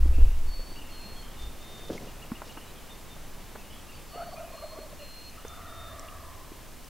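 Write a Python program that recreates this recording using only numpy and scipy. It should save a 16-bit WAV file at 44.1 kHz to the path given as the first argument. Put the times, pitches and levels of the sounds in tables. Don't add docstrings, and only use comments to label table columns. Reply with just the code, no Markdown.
import sys
import numpy as np
from scipy import signal
from scipy.fft import rfft, irfft
from scipy.io import wavfile
from scipy.ndimage import uniform_filter1d

SR = 44100
rng = np.random.default_rng(int(sys.argv[2]) if len(sys.argv) > 2 else 0)


def generate_wav(sig):
    pcm = np.round(np.clip(np.atleast_2d(sig).T, -1, 1) * 32767).astype(np.int16)
    wavfile.write(sys.argv[1], SR, pcm)


N = 303849
TIME = np.arange(N) / SR

# start in seconds, length in seconds, low note's level in dB,
# its slide as a share of its pitch (minus falls), yelp's level in dB, yelp's pitch in Hz.
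SYLLABLES = [(4.13, 0.046, -49.5, 0.021, -56, 1196), (4.17, .044, -40.5, 0.0027, -52, 1270),
             (4.217, .02, -40.5, -0.084, -45.5, 1314), (4.24, 0.02, -54, 0.039, -55, 1445),
             (4.263, .036, -45.5, -0.099, -60, 1260), (4.328, 0.022, -44.5, -0.11, -52.5, 1180),
             (4.371, 0.021, -47.5, -0.024, -54, 1230), (4.392, .032, -43, 0.061, -57, 1394),
             (4.426, 0.034, -45, 0.075, -56, 1270), (4.475, .013, -47.5, -.12, -62, 1130),
             (4.503, 0.017, -48.5, -0.098, -61, 1120), (4.536, 0.03, -48.5, -0.082, -55, 1120),
             (4.591, .018, -56, -.02, -51, 1150), (4.623, 0.035, -42.5, 0.011, -52.5, 1190),
             (4.657, 0.023, -50, -0.032, -67, 1150), (4.721, 0.028, -48, 0.05, -53.5, 1080),
             (4.764, .032, -50, -0.015, -52.5, 1145), (4.801, 0.069, -49, -.02, -67, 1120),
             (4.924, 0.017, -49.5, -0.097, -56, 1057), (4.992, 0.059, -53, -0.035, -68, 1060)]


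def near_turkey(yelp_lead_s=.014, yelp_rise=.064, lift_per_db=.003, rasp_db=-11):
    voice = np.zeros(N)
    starts, _, low_dbs = np.transpose(SYLLABLES)[:3]
    for start, length, low_db, glide, yelp_db, yelp_hz in SYLLABLES:
        effort = 1 + lift_per_db * (low_db - low_dbs.mean())
        low_hz = np.interp(start, starts[[0, -1]], (690, 596)) * effort
        yelp = note(length, yelp_hz * (1 - yelp_rise), yelp_hz * (1 + yelp_rise), arch_hz=45, rough=.043)
        low = note(length, low_hz * (1 - glide), low_hz * (1 + glide),
                   arch_hz=45, rough=.043, overtone_db=-23)
        add(voice, start - yelp_lead_s, amp(yelp_db) * yelp)
        add(voice, start, amp(low_db) * low)
    puffs = np.maximum(voice, 0) * rng.standard_normal(N)
    rasp = colour(puffs, [(350, -30), (600, 27.5), (800, 2), (950, 10),
                          (1300, 9), (1550, 6), (2200, 2), (4000, -26)])
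    hoarse = amp(1.7) * (voice + amp(rasp_db) * rasp)
    return forest(hoarse, t60=.5, wet_db=-9)


# time in seconds, low notes' level in dB, high notes' level in dB.
FAR_LEVELS = [(5.33, -61, -79), (5.385, -64, -49.5), (5.43, -62, -64), (5.5, -60.5, -52),
              (5.65, -54.5, -50), (6.02, -52, -50.5), (6.3, -58.5, -52.5), (6.6, -65.5, -61)]


def far_turkey(notes_per_s=32, glide=.12, high_start_hz=1305, sag_hz=350):
    times, low_db, high_db = np.transpose(FAR_LEVELS)
    first, last = times[[0, -1]]
    low, high, top = np.zeros((3, N))
    for k, (low_slip, high_slip, bend, stray) in enumerate(rng.uniform(-1, 1, (60, 4))):
        start = first + k / notes_per_s
        if start < last:
            spent = (start - first) / (last - first)
            hz = (high_start_hz - sag_hz * spent ** 1.7) * (1 + .059 * stray)
            low_hz = np.interp(start, [first, last], [675, 630]) * (1 + .05 * bend)
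            add(low, start + .00822 * low_slip,
                note(.0216, low_hz * (1 + glide), low_hz * (1 - glide), rough=.039))
            add(high, start + .0073 * high_slip,
                note(.028, hz * (1 - glide), hz * (1 + glide), rough=.032))
            add(top, start + .008 * low_slip, note(.0264, low_hz * 2.6, low_hz * 2.9, rough=.063))
    out = np.zeros((2, N))
    fade = np.interp(TIME, [last, last + .23], [1, 0])
    for voice, db in ((low, low_db), (high, high_db), (top, low_db - 6.5)):
        scattered = forest(voice, t60=.55, wet_db=2)
        strength = np.sqrt(abs(uniform_filter1d(scattered[0] ** 2, size=5000)) + .022)
        out += scattered / strength * amp(np.interp(TIME, times, db)) * fade
    return out


# start in seconds, length in seconds, pitch in Hz,
# dip in pitch during the note in Hz (minus bends up), level in dB.
SONG_NOTES = [(.45, 0.35, 4545, 112, -53), (0.884, 0.36, 4356, 105, -53.5), (1.355, 0.16, 3610, 8.5, -56),
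              (1.582, 0.33, 3605, -52.5, -55), (4.08, 0.29, 4515, 87.5, -57),
              (4.505, .35, 4330, 97.5, -56.5), (4.973, 0.34, 4277, 74, -51.5),
              (5.425, 0.17, 3590, -0.5, -57.5), (5.656, 0.3, 3605, -60, -54.5)]


def songbird(attack_s=.048, release_s=.025, drift_hz=-14, swell_db_per_hz=.04):
    out = np.zeros(N)
    for start, length, hz, dip_hz, db in SONG_NOTES:
        progress = np.linspace(0, 1, int(length * SR))
        scoop = np.sin(np.pi * progress ** .666)
        pitch = hz - dip_hz * scoop + drift_hz * progress + 9 * waver(len(progress), 91.6)
        fade = np.minimum(1, length * np.minimum(progress / attack_s, (1 - progress) / release_s))
        swell_db = swell_db_per_hz * dip_hz * (scoop - scoop.mean())
        level = fade * amp(db + swell_db + 2.4 * waver(len(progress), 34.3))
        add(out, start, level * unit(np.sin(2 * np.pi * np.cumsum(pitch) / SR)))
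    return forest(out, t60=.8, wet_db=-9.5)


# start in seconds, level in dB.
CHIRPS = [(2.072, -55.5), (2.215, -51), (2.347, -52), (2.488, -53), (2.566, -54.5)]
# start in seconds, pitch in Hz, level in dB.
PIPS = [(1.158, 3270, -57.5), (2.66, 3930, -62), (2.896, 3605, -54), (3.092, 3620, -56.5),
        (3.928, 4600, -61.5)]
# start in seconds, length in seconds, pitch in Hz, level in dB.
TWITTER_RUNS = [(0.132, .2, 2690, -59.5), (0.753, 0.33, 2773, -58), (1.22, 0.15, 3150, -62.5),
                (2.605, 0.29, 2970, -63.5), (3.581, .1, 2760, -63), (3.698, .13, 2860, -60),
                (3.885, .11, 2650, -60.5), (4.12, .12, 2960, -62.5), (4.359, 0.24, 2647, -61),
                (4.99, 0.4, 2746, -60)]


def small_birds(notes_per_s=36, accent_db=8, accent_s=.041):
    near, far = np.zeros((2, N))
    for start, db in CHIRPS:
        add(near, start, amp(db) * note(.0303, start_hz=2810, end_hz=2810, arch_hz=400, rough=.011))
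    for start, hz, db in PIPS:
        add(near, start, amp(db) * note(.052, hz, hz, arch_hz=30, rough=.012))
    for start, length, hz, db in TWITTER_RUNS:
        for k, (from_hz, to_hz) in enumerate(hz * (1 + .077 * rng.standard_normal((24, 2)))):
            delay = k / notes_per_s
            if delay < length:
                level = amp(db + accent_db * np.exp(-delay / accent_s))
                add(far, start + delay, level * note(.0219, from_hz, to_hz, arch_hz=151, rough=.027))
    return forest(near, t60=.4, wet_db=-10) + forest(far, t60=.35, wet_db=2)


# frequency in Hz, gain in dB.
SWELL_TONE = [(4, -16), (12, 1), (27, -1), (38, -15.5), (48, -23), (90, -66), (200, -100)]
BUFFET_TONE = [(20, -54), (40, -9), (55, -1.5), (70, 1.5), (80, -25), (92, -24.5), (200, -51), (500, -100)]
# start in seconds, time held in seconds, swell level in dB, buffet level in dB.
GUSTS = [(0.028, 0.15, -18.5, -23), (0.23, 0.033, -13, -19), (0.447, .04, -27.5, -39),
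         (.72, 0.58, -42, -61), (1.426, 0.048, -37, -41), (1.83, .36, -46, -68), (3.167, 0.17, -41.5, -68)]


def wind():
    starts, holds, swell_dbs, buffet_dbs = np.transpose(GUSTS)
    out = np.zeros(N)
    for tone, dbs, calm_db, t60 in ((SWELL_TONE, swell_dbs, -48, .87),
                                    (BUFFET_TONE, buffet_dbs, -56, .36)):
        gusts = (amp(db) * gust(start, hold, t60) for start, hold, db in zip(starts, holds, dbs))
        power = amp(calm_db) ** 2 + sum(level ** 2 for level in gusts)
        swirls = unit(colour(rng.standard_normal(N), tone))
        strength = np.sqrt(signal.fftconvolve(swirls ** 2, np.hanning(SR // 4) * 8 / SR, "same") + .02)
        out += swirls / strength * np.sqrt(power)
    return out


def gust(start, hold, t60, attack_s=.035):
    rise = np.exp(np.minimum(TIME - start, 0) / attack_s)
    return rise * amp(-60 * np.maximum(TIME - start - hold, 0) / t60)


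# start in seconds, level in dB, pitch in Hz, amount of dull click (0 is none).
KNOCKS = [(.057, -27, 298, .2), (.184, -28, 265, 0.22), (.209, -35, 453, 0.44), (.594, -33, 530, 0.49),
          (.716, -37, 330, 0.82), (1.058, -36, 197, 0.5), (1.894, -29, 504, .2), (1.901, -18.5, 490, .22),
          (1.906, -21.5, 297, 0.27), (2.249, -38, 695, 1.3), (2.318, -20.5, 235, 0.42),
          (2.419, -27.5, 970, 1.1), (2.573, -31, 322, 1.6), (3.165, -37.5, 655, .9),
          (3.554, -31.5, 490, .9), (3.558, -33, 760, 1.3), (4.158, -29.5, 470, .1), (4.787, -31, 414, 1),
          (5.45, -28, 483, .9), (6.518, -33.5, 342, .5)]
# start in seconds, level in dB, pitch in Hz.
TICKS = [(1.978, -33.5, 2160), (5.297, -38, 6120), (5.482, -32.5, 6200), (5.995, -31, 5600),
         (5.995, -31.5, 7600), (6.085, -34, 2800), (6.845, -39, 5340)]
# start in seconds, length in seconds, low rub's level in dB, fizz level in dB.
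SCUFFS = [(0.051, 0.31, -52, -76), (1.388, 0.093, -68, -58), (1.571, 0.67, -61.5, -61.5),
          (1.911, 0.074, -42.5, -53.5), (1.989, 0.109, -47.5, -63), (2.429, 0.16, -66, -60)]


def handling(knock_cycles=9.8, tick_cycles=53):
    out, t = np.zeros(N), np.arange(SR // 8) / SR
    for start, db, hz, click_share in KNOCKS:
        noise = .23 * band(len(t), 300, 1430) * np.exp(-t / .0064)
        click = ring(1060, t60=.0048, attack_s=.000096) + noise
        add(out, start, amp(db) * (ring(hz, knock_cycles / hz, attack_s=.00045) + click_share * click))
    for start, db, hz in TICKS:
        t60 = tick_cycles / hz
        grit = .2 * band(len(t), hz * .85, hz * 1.15) * amp(-60 * t / t60)
        add(out, start, amp(db) * (ring(hz, t60, attack_s=2 / hz) + grit))
    for start, length, rub_db, fizz_db in SCUFFS:
        count = int(length * SR)
        stroke = unit(np.sin(np.pi * np.linspace(0, 1, count) ** .69) * amp(4.3 * waver(count, 192)))
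        friction = amp(rub_db) * band(count, 124, 570) + amp(fizz_db) * band(count, 2530, 6500)
        add(out, start, stroke * friction)
    return out


# time in seconds, level in dB.
RUMBLE_LEVELS = [(5.3, -78), (5.55, -55.5), (6.25, -51.5), (6.5, -59.5), (6.89, -63)]


def faint_rumble():
    return amp(np.interp(TIME, *np.transpose(RUMBLE_LEVELS))) * band(N, 58, 100)


# frequency in Hz, gain in dB.
AIR_TONE = [(47, -24), (80, -3), (173, -6.5), (202, -7.5), (236, -6.5), (409, -10.5), (621, -11.5),
            (678, -12), (1290, -13.5), (1370, -16), (2840, -17), (4130, -19.5), (15500, -24)]
# frequency in Hz, gain in dB of the part that differs between ears.
AIR_WIDTH = [(40, 11), (130, -2.5), (300, -3), (700, -7), (1500, -13.5), (3000, -21), (5000, -8.5),
             (8000, -5.5), (15000, -4)]
# time in seconds, boost to the air's lower tones in dB.
BREEZE = [(0, 2.5), (1.8, 4.5), (3.4, 3), (4.4, 1.46), (6.89, 0)]


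def air(level_db=-50):
    middle, side = (unit(colour(noise, AIR_TONE)) for noise in rng.standard_normal((2, N)))
    side = colour(side, AIR_WIDTH)
    low = signal.sosfiltfilt(signal.butter(1, 1500, fs=SR, output="sos"), middle)
    boost_db = np.interp(TIME, *np.transpose(BREEZE)) + .5 * waver(N, 9)
    middle = middle + low * (amp(boost_db) - 1)
    return amp(level_db) * np.array([middle + side, middle - side])


def note(length, start_hz, end_hz, arch_hz=0, rough=0, overtone_db=-60):
    count = max(int(length * SR), 64)
    progress = np.linspace(0, 1, count)
    hz = start_hz + (end_hz - start_hz) * progress + arch_hz * (np.sin(np.pi * progress) - np.pi / 4)
    phase = 2 * np.pi * np.cumsum(hz * (1 + rough * waver(count, 348))) / SR
    tone = np.sin(phase) + amp(overtone_db) * np.sin(2 * phase)
    fade = abs(np.sin(np.pi * progress ** .96)) ** .47
    return unit(tone * fade * (1 + 5 * rough * waver(count, 163)))


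def forest(call, t60, wet_db):
    t = np.arange(SR) / SR
    echoes = rng.standard_normal((2, SR)) * (rng.random((2, SR)) < 2000 / SR)
    echoes *= amp(-60 * t / t60) * (t > .006)
    echoes /= np.linalg.norm(echoes, axis=1, keepdims=True)
    middle, side = signal.fftconvolve(call[None], echoes, axes=1)[:, :N]
    tail = np.array([middle + .024 * side, middle - .022 * side])
    return (call + amp(wet_db) * tail) / np.hypot(1, amp(wet_db))


def ring(hz, t60, attack_s):
    t = np.arange(SR // 8) / SR
    return np.sin(2 * np.pi * hz * t) * amp(-60 * t / t60) * (1 - np.exp(-t / attack_s))


def amp(db):
    return 10 ** (np.asarray(db) / 20)


def unit(sound):
    return sound / np.sqrt(np.mean(sound ** 2) + 1e-20)


def add(mix, start, sound):
    part = mix[max(round(start * SR), 0):][:len(sound)]
    part += sound[:len(part)]


def colour(sound, points):
    hz, db = np.transpose(points)
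    gain_db = np.interp(np.log(np.fft.rfftfreq(len(sound), 1 / SR) + 1), np.log(hz), db)
    return irfft(rfft(sound) * amp(gain_db), len(sound))


def band(count, low_hz, high_hz):
    edges = np.clip([low_hz, high_hz], 1, SR / 2 - 1)
    sections = signal.butter(3, edges, "band", fs=SR, output="sos")
    return unit(signal.sosfilt(sections, rng.standard_normal(count)))


def waver(count, rate_hz):
    return np.interp(np.arange(count) * rate_hz / SR, np.arange(1024), rng.standard_normal(1024))


def scene():
    birds = near_turkey() + far_turkey() + songbird() + small_birds()
    return birds + air() + handling() + wind() + faint_rumble()


def record(dry, cutoff_hz=15800, fade_s=.004):
    fade = np.minimum(1, np.minimum(TIME, TIME[::-1]) / fade_s)
    treble_cut = signal.firwin(801, cutoff_hz, window=("kaiser", 9), fs=SR)
    return signal.oaconvolve(dry * fade, treble_cut[None], "same")


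dry = scene()
out = record(dry)
generate_wav(out)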